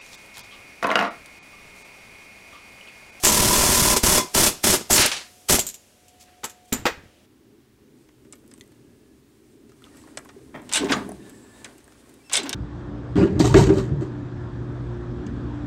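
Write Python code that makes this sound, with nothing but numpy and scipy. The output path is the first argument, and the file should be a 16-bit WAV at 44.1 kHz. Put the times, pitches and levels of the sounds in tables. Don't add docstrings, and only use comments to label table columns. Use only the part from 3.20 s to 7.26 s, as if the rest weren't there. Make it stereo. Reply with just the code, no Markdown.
import sys
import numpy as np
from scipy import signal
from scipy.fft import rfft, irfft
from scipy.io import wavfile

SR = 44100
rng = np.random.default_rng(int(sys.argv[2]) if len(sys.argv) > 2 else 0)


def output_pcm(signal):
    pcm = np.clip(np.atleast_2d(signal).T, -1, 1) * 32767
    wavfile.write(sys.argv[1], SR, np.round(pcm).astype(np.int16))


N = 179001
T = np.arange(N) / SR
RING = T[:SR // 2]

# f/Hz, relative level/dB, time to fall 60 dB/s
CASTING_MODES = [(231, 3.5, 0.13), (376, 4, .08), (598, 2.5, 0.088), (2084, -8, 0.18), (2323, -9, 0.17),
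                 (2630, -32.5, 0.088), (2980, -17, 0.081), (3440, -1, 0.12), (4260, -5.5, 0.16),
                 (4400, -14, .08), (6840, -15, .1), (6550, -5, 0.048), (7700, 0, 0.12), (8500, 4, 0.056)]
# f/Hz, relative level/dB
EXHAUST = [(200, -15.5), (700, -6), (1500, -6), (3000, -4.5), (4200, -5), (5400, -0.5), (7200, -0.5),
           (9000, -1.5), (11000, -3.5), (13500, -7.5), (16000, -18)]
# f/Hz, relative level/dB
CRACK = [(40, -8.5), (120, -8.5), (230, -3.5), (380, 3.5), (620, -8.5), (800, -5.5), (1500, -11),
         (3500, -17.5), (7000, -13.5), (11000, -35), (16000, -47)]


def hammer():
    # pressed/s, released/s, relative air level/dB, relative draught level/dB, blow rate/Hz
    bursts = [(0.038, 0.732, -18.5, -25, 37.49), (0.77, 0.77, -14.5, -38, 36.4),
              (0.837, 0.985, -16, -24.5, 35.26), (1.15, 1.277, -14, -21, 35),
              (1.442, 1.547, -15, -24, 34.53), (1.708, 1.814, -14, -23.5, 36.78),
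              (2.299, 2.35, -12, -23.5, 37.45)]
    open_s, close_t60_s = 0.0039, 0.085
    squeeze_db_per_s = 3.5
    hiss_db, throb_db, rattle_db, draught_db = 1.0, 2.0, -9, 6
    scatter_db, jitter_s = 1.66, 0.0007
    jet, draught = exhaust_jet(), microphone_draught()
    rattle = noise(CRACK, -0.13)
    out, strikes = np.zeros((2, N)), np.zeros(N)
    for start, stop, air_db, wind_db, piston_hz in bursts:
        held = np.maximum(T - start, 0)
        air = amp(air_db + squeeze_db_per_s * held)
        flow = air * valve(start, stop, open_s, close_t60_s)
        turns = piston_hz * held

        strokes = np.flatnonzero(np.diff(np.ceil(turns)) * (T[1:] < stop))
        late, harder = rng.standard_normal((2, len(strokes)))
        moments = strokes + (jitter_s * SR * late).astype(int)
        strikes[moments] += air[strokes] * amp(scatter_db * harder)

        throb = throb_db * np.cos(2 * np.pi * (turns - .2))
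        out += flow * amp(hiss_db + throb) * jet
        out += flow * amp(rattle_db) * np.exp(-(turns % 1) / 3.0) * rattle
        out += valve(start, stop, rise=0.00067, t60=0.0374) * amp(wind_db + draught_db) * draught
    out += signal.fftconvolve(strikes[None], piston_blow())[:, :N]
    return out + guide_ring(strikes) + air_puffs(jet, draught)


def piston_blow(crack_db=-2, ring_db=-10):
    crack = noise(CRACK, 0, size=len(RING)) * fade(RING, 0.18)
    return amp(crack_db) * crack + amp(ring_db) * ring(CASTING_MODES, spread=0.87)


def guide_ring(strikes, ring_db=-10.0, chatter_t60=0.07):
    # f/Hz, relative level/dB, time to fall 60 dB/s
    guide_modes = [(984, 2.5, 0.14), (1024, 4, 0.15), (1075, 0, 0.06), (2503, -8, 0.11), (3424, -7, 0.11),
                   (5100, -7.5, 0.12), (5250, -5.5, 0.1), (5340, -2, 0.08), (5890, -3, 0.11)]
    # f/Hz, relative level/dB
    white = [(20, 0), (16000, 0)]
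    sink_s, choke_db_per_s = 1, 28
    contact = fade(RING, chatter_t60)
    contact = signal.fftconvolve(strikes, contact / np.sqrt(np.sum(contact ** 2)))[:N]
    choke_db = choke_db_per_s * np.maximum(T - sink_s, 0)
    push = contact * amp(ring_db - choke_db) * noise(white, 0.32)
    return signal.fftconvolve(push, ring(guide_modes, spread=0.091), axes=1)[:, :N]


def exhaust_jet(grain_db=1.35):
    return noise(EXHAUST, 0.4) * amp(grain_db * walk(900))


def microphone_draught(gust_db=4.0, sway_db=2.0):
    # f/Hz, relative level/dB
    draught_colour = [(15, -1.5), (35, -0.5), (70, 1), (110, -6), (200, -3), (400, -10.5), (800, -20),
                      (2000, -21), (5000, -40.5)]
    return noise(draught_colour, -0.69) * amp(gust_db * walk(130) + sway_db * walk(22))


def air_puffs(jet, draught, rise_s=0.0012, t60_s=0.048):
    # t/s, air level/dB, draught level/dB, both relative to the noise passed in
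    puffs = [(0.054, -0.5, -18.5), (0.839, -16.5, -4.5), (1.861, -12.5, -34), (2.288, -23, -48),
             (2.395, -20.5, -17)]
    return sum(valve(s, s, rise_s, t60_s) * (amp(air_db) * jet + amp(wind_db) * draught)
               for s, air_db, wind_db in puffs)


def hard_blows(t60_s=0.043):
    # t/s, level/dB
    blow_times = [(0.053, -11), (0.068, -3.5), (0.7639, -8), (0.834, -18), (0.977, -8.5), (1.54, -9.5),
                  (1.611, -28), (1.853, -17.5), (2.343, -13), (2.386, -20)]
    body = amp(-18.0) * ring(CASTING_MODES, spread=0.31)
    return hits([(s, db, t60_s) for s, db in blow_times], CRACK, likeness=0.24, body=body)


def piston_hoots():
    # t/s, f/Hz, peak level/dB
    hoot_notes = [(0.038, 763, -19.5), (1.702, 720, -14.5), (1.853, 612, -16.5), (2.296, 1275, -18),
                  (2.387, 690, -16)]
    return sum(amp(db) * valve(s, s, rise=0.001, t60=0.019) * np.sin(2 * np.pi * hz * T)
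               for s, hz, db in hoot_notes)


def falling_guide(t60_s=0.23):
    # t/s, level/dB, time between contacts/s, loss at each contact/dB
    drops = [(1.779, -7.5, 0.021, 3.5), (1.916, -20.5, 0.044, 9)]
    # f/Hz, relative level/dB
    clatter = [(100, -15), (400, -6), (1200, -2.5), (2400, 0.5), (4500, -1), (7000, -5.5), (10000, -12.5),
               (16000, -39)]
    return sum(hits(bounces(s, db, gap, loss_db, t60_s, count=4), clatter, likeness=0.27)
               for s, db, gap, loss_db in drops)


def chisel_clinks(gap_s=0.009, loss_db=6, scrape_t60_s=0.043):
    # t/s, level/dB, level of the ring relative to the clink/dB
    clink_times = [(0.048, -11, -3), (0.074, -3.5, -18), (1.278, -30, -5), (1.73, -7, -8), (2.324, -12, -4),
                   (2.392, -15, -7), (2.467, -28, -1), (2.489, -28.5, -11), (2.542, -34, -17),
                   (2.882, -48, -35), (3.242, -22.5, -22), (3.2967, -38, -28), (3.527, -19.5, -2.5),
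                   (3.661, -42, 3)]
    # f/Hz, relative level/dB, time to fall 60 dB/s
    chisel_modes = [(3230, -20, 0.064), (4000, -16, 0.079), (5500, -19, .06), (6860, -4, 0.14),
                    (7280, 1, 0.065), (7140, -14, .09), (7430, 3.5, 0.055), (7960, -11, .06),
                    (8050, -0.5, .06), (8200, -7.5, .06), (8600, -13.5, 0.046), (10900, -11, .04),
                    (13500, -6.5, .05), (13600, -3, .05)]
    # f/Hz, relative level/dB
    jingle = [(200, -17), (900, -28), (3000, -4), (5000, -6.5), (7500, 3.5), (9500, -10), (11000, -3.5),
              (14000, -10.5), (16000, -29)]
    out = np.zeros((2, N))
    for s, db, ring_db in clink_times:
        contacts = bounces(s, db, gap_s, loss_db, scrape_t60_s, count=3)
        body = amp(ring_db) * ring(chisel_modes, spread=0.63, detune=0.01)
        out += hits(contacts, jingle, likeness=0.71, body=body)
    return out


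def tool_set_down():
    # t/s, relative level/dB, time for the crash to fall 60 dB/s
    knock_times = [(3.234, -32, 0.16), (3.245, -28.5, 0.066), (3.523, -26.5, 0.26), (3.6545, -13, 0.12),
                   (3.665, -14.5, 0.11)]
    parts = tool_knocks(knock_times) + bench_buzz(knock_times) + grip_bumps() + hose_rocking()
    return parts * amp([[-.8], [.8]])


def tool_knocks(knock_times):
    # f/Hz, relative level/dB
    bench_crash = [(29, -43), (50, -31), (418, -1.5), (507, -3), (630, -6), (1540, -6), (1660, -5.5),
                   (3030, -13), (7570, -24), (11100, -39), (12300, -55), (13800, -22), (16000, -56)]
    # f/Hz, relative level/dB, time to fall 60 dB/s
    housing_modes = [(897, 6, 0.11), (1152, -3, 0.11), (1301, 8, 0.14), (1530, -18, 0.26), (1660, -9, 0.3),
                     (1900, -14, 0.26), (2020, -21, 0.31), (2250, -12, 0.24), (2485, 3, 0.15),
                     (3800, -1.5, 0.089), (4380, -9, 0.16)]
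    body = amp(-17.5) * ring(housing_modes, spread=0.78)
    return hits(knock_times, bench_crash, likeness=0.52, body=body)


def bench_buzz(knock_times, buzz_db=-24, t60_s=0.43):
    # f/Hz, relative level/dB
    buzz_colour = [(200, -22), (700, -16), (1200, -3), (1600, 6), (2450, -1), (3100, -23), (4800, -22),
                   (9000, -40)]
    return hits([(s, db + buzz_db, t60_s) for s, db, _ in knock_times], buzz_colour, likeness=.2)


def grip_bumps(t60_s=0.064):
    # t/s, relative level/dB
    bump_times = [(3.243, -43.5), (3.525, -19.5), (3.654, -30.5)]
    # f/Hz, relative level/dB
    thump = [(30, -27), (90, -4), (160, -10), (250, -7), (340, -6), (430, -8.5), (600, -20), (1000, -40),
             (3000, -21), (8000, -45)]
    # f/Hz, relative level/dB, time to fall 60 dB/s
    bench_modes = [(227, 2.5, 0.14), (255, 4, 0.12), (330, -31, 0.042)]
    body = amp(-2.5) * ring(bench_modes, spread=0.11)
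    return hits([(s, db, t60_s) for s, db in bump_times], thump, likeness=0.83, body=body)


def hose_rocking(loss_db=2, t60_s=0.26):
    # t/s, relative level/dB, time between bounces/s
    rocking = [(3.555, -36.5, 0.029), (3.71, -42, 0.06)]
    # f/Hz, relative level/dB
    rumble = [(30, -7), (90, 3), (170, -2), (320, -6), (600, -26), (2000, -50), (8000, -67)]
    return sum(hits(bounces(s, db, gap, loss_db, t60_s, count=3), rumble, likeness=0.81)
               for s, db, gap in rocking)


def hose(grain_db=4):
    # t/s, level before the grain/dB, half length/s, strongest f/Hz
    rustles = [(3.026, -51.5, 0.03, 6400), (3.105, -56.5, 0.035, 1900), (3.494, -58, 0.045, 8000)]
    swells = np.zeros((2, N))
    for s, db, half, hz in rustles:
        colour = [(hz / 4, -10), (hz, 0), (hz * 2, -11), (hz * 8, -35)]
        swells += amp(db) * np.exp(-((T - s) / half) ** 2) * noise(colour, 0.286)
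    return swells * amp(grain_db * walk(180))


def air_leak():
    # t/s, level/dB
    leak_level = [(0, -41), (2.27, -53.5), (2.9, -61), (4.06, -66)]
    return amp(curve(leak_level)) * noise(EXHAUST, 0.13)


def faint_tone(tone_hz=726):
    # t/s, rms level/dB
    tone_level = [(0, -49), (2.25, -64.5), (2.68, -75), (2.95, -61), (3.45, -59), (4.06, -81)]
    phase = 2 * np.pi * np.cumsum(tone_hz + 0.6 * walk(16)) / SR
    return np.sqrt(2) * amp(curve(tone_level)) * np.sin(phase)


def shop_noise(level_db=-57.5):
    # f/Hz, relative level/dB
    shop_colour = [(15, -52), (25, -22.5), (82, -1.5), (166, -14), (200, -6), (591, -10), (659, -14.5),
                   (714, -12.5), (1040, -23.5), (2910, -18.5), (3820, -22.5), (11900, -38), (16000, -36)]
    return amp(level_db + 0.86 * walk(4.55)) * noise(shop_colour, 0.62)


def room(x, wet_db=-13, t60_low=0.38, t60_high=0.25, split_hz=5000):
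    tail = noise([(30, -8), (200, -4.0), (2000, 0.5), (7000, 8), (16000, 3.5)], 0, size=len(RING))
    low = signal.sosfilt(signal.butter(2, split_hz, fs=SR, output="sos"), tail)
    tail = low * fade(RING, t60_low) + (tail - low) * fade(RING, t60_high)
    tail *= 1 - fade(RING - .004, 0.018)
    tail /= np.sqrt(np.sum(tail ** 2) / 2)
    return x + amp(wet_db) * signal.fftconvolve(x, tail, axes=1)[:, :N]


def amp(db):
    return 10 ** (np.asarray(db) / 20)


def unit(x):
    return x / np.sqrt(np.mean(x ** 2))


def noise(spectrum, likeness, size=N):
    hz, db = np.transpose(spectrum)
    gain = amp(np.interp(np.log(np.fft.rfftfreq(size, 1 / SR) + 1), np.log(hz), db))
    mid, side = irfft(rfft(rng.standard_normal((2, size))) * gain, size)
    return unit(np.sqrt(1 + likeness) * mid + np.sqrt(1 - likeness) * np.array([side, -side]))


def walk(rate):
    return unit(np.interp(T * rate, np.arange(N // 10), rng.standard_normal(N // 10)))


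def curve(rows):
    return np.interp(T, *np.transpose(rows))


def fade(t, t60):
    return np.exp(-np.log(1000) * np.maximum(t, 0) / t60)


def valve(start, stop, rise, t60):
    return np.exp(np.minimum(T - start, 0) / rise) * fade(T - stop, t60)


def ring(modes, spread, detune=0):
    phases = spread * rng.standard_normal((len(modes), 2, 1))
    shifts = 1 + detune * rng.standard_normal(len(modes))
    return sum(amp(db) * fade(RING, t60) * np.sin(2 * np.pi * hz * shift * RING + phase)
               for (hz, db, t60), phase, shift in zip(modes, phases, shifts))


def add(out, s, sound):
    i = int(s * SR)
    out[:, i:i + sound.shape[1]] += sound[:, :N - i]


def hits(events, spectrum, likeness, body=0):
    out = np.zeros((2, N))
    for s, db, t60 in events:
        crash = noise(spectrum, likeness, size=len(RING)) * fade(RING, t60)
        add(out, s, amp(db) * (crash + body))
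    return out


def bounces(s, db, gap, loss_db, t60, count, unevenness=.12):
    gaps = gap * np.exp(unevenness * rng.standard_normal(count))
    return [(s + gaps[:k].sum(), db - k * loss_db, t60) for k in range(count)]


def limiter(x, knee_db=-12, follow_s=0.0018):
    keep = np.exp(-1 / (follow_s * SR))
    power = signal.lfilter([1 - keep], [1, -keep], np.mean(x ** 2, axis=0))
    return x / np.sqrt(np.hypot(1, power / amp(knee_db) ** 2))


def scene():
    loose_parts = hard_blows() + chisel_clinks() + piston_hoots() + falling_guide()
    workshop = room(hammer() + loose_parts + tool_set_down() + hose())
    return workshop + air_leak() + faint_tone() + shop_noise()


def record(dry, drive=0.24, top_hz=15900):
    rounded = np.tanh(drive * limiter(dry)) / drive
    return signal.sosfilt(signal.ellip(10, .2, 80, top_hz, fs=SR, output="sos"), rounded)


dry = scene()
out = record(dry)
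output_pcm(out)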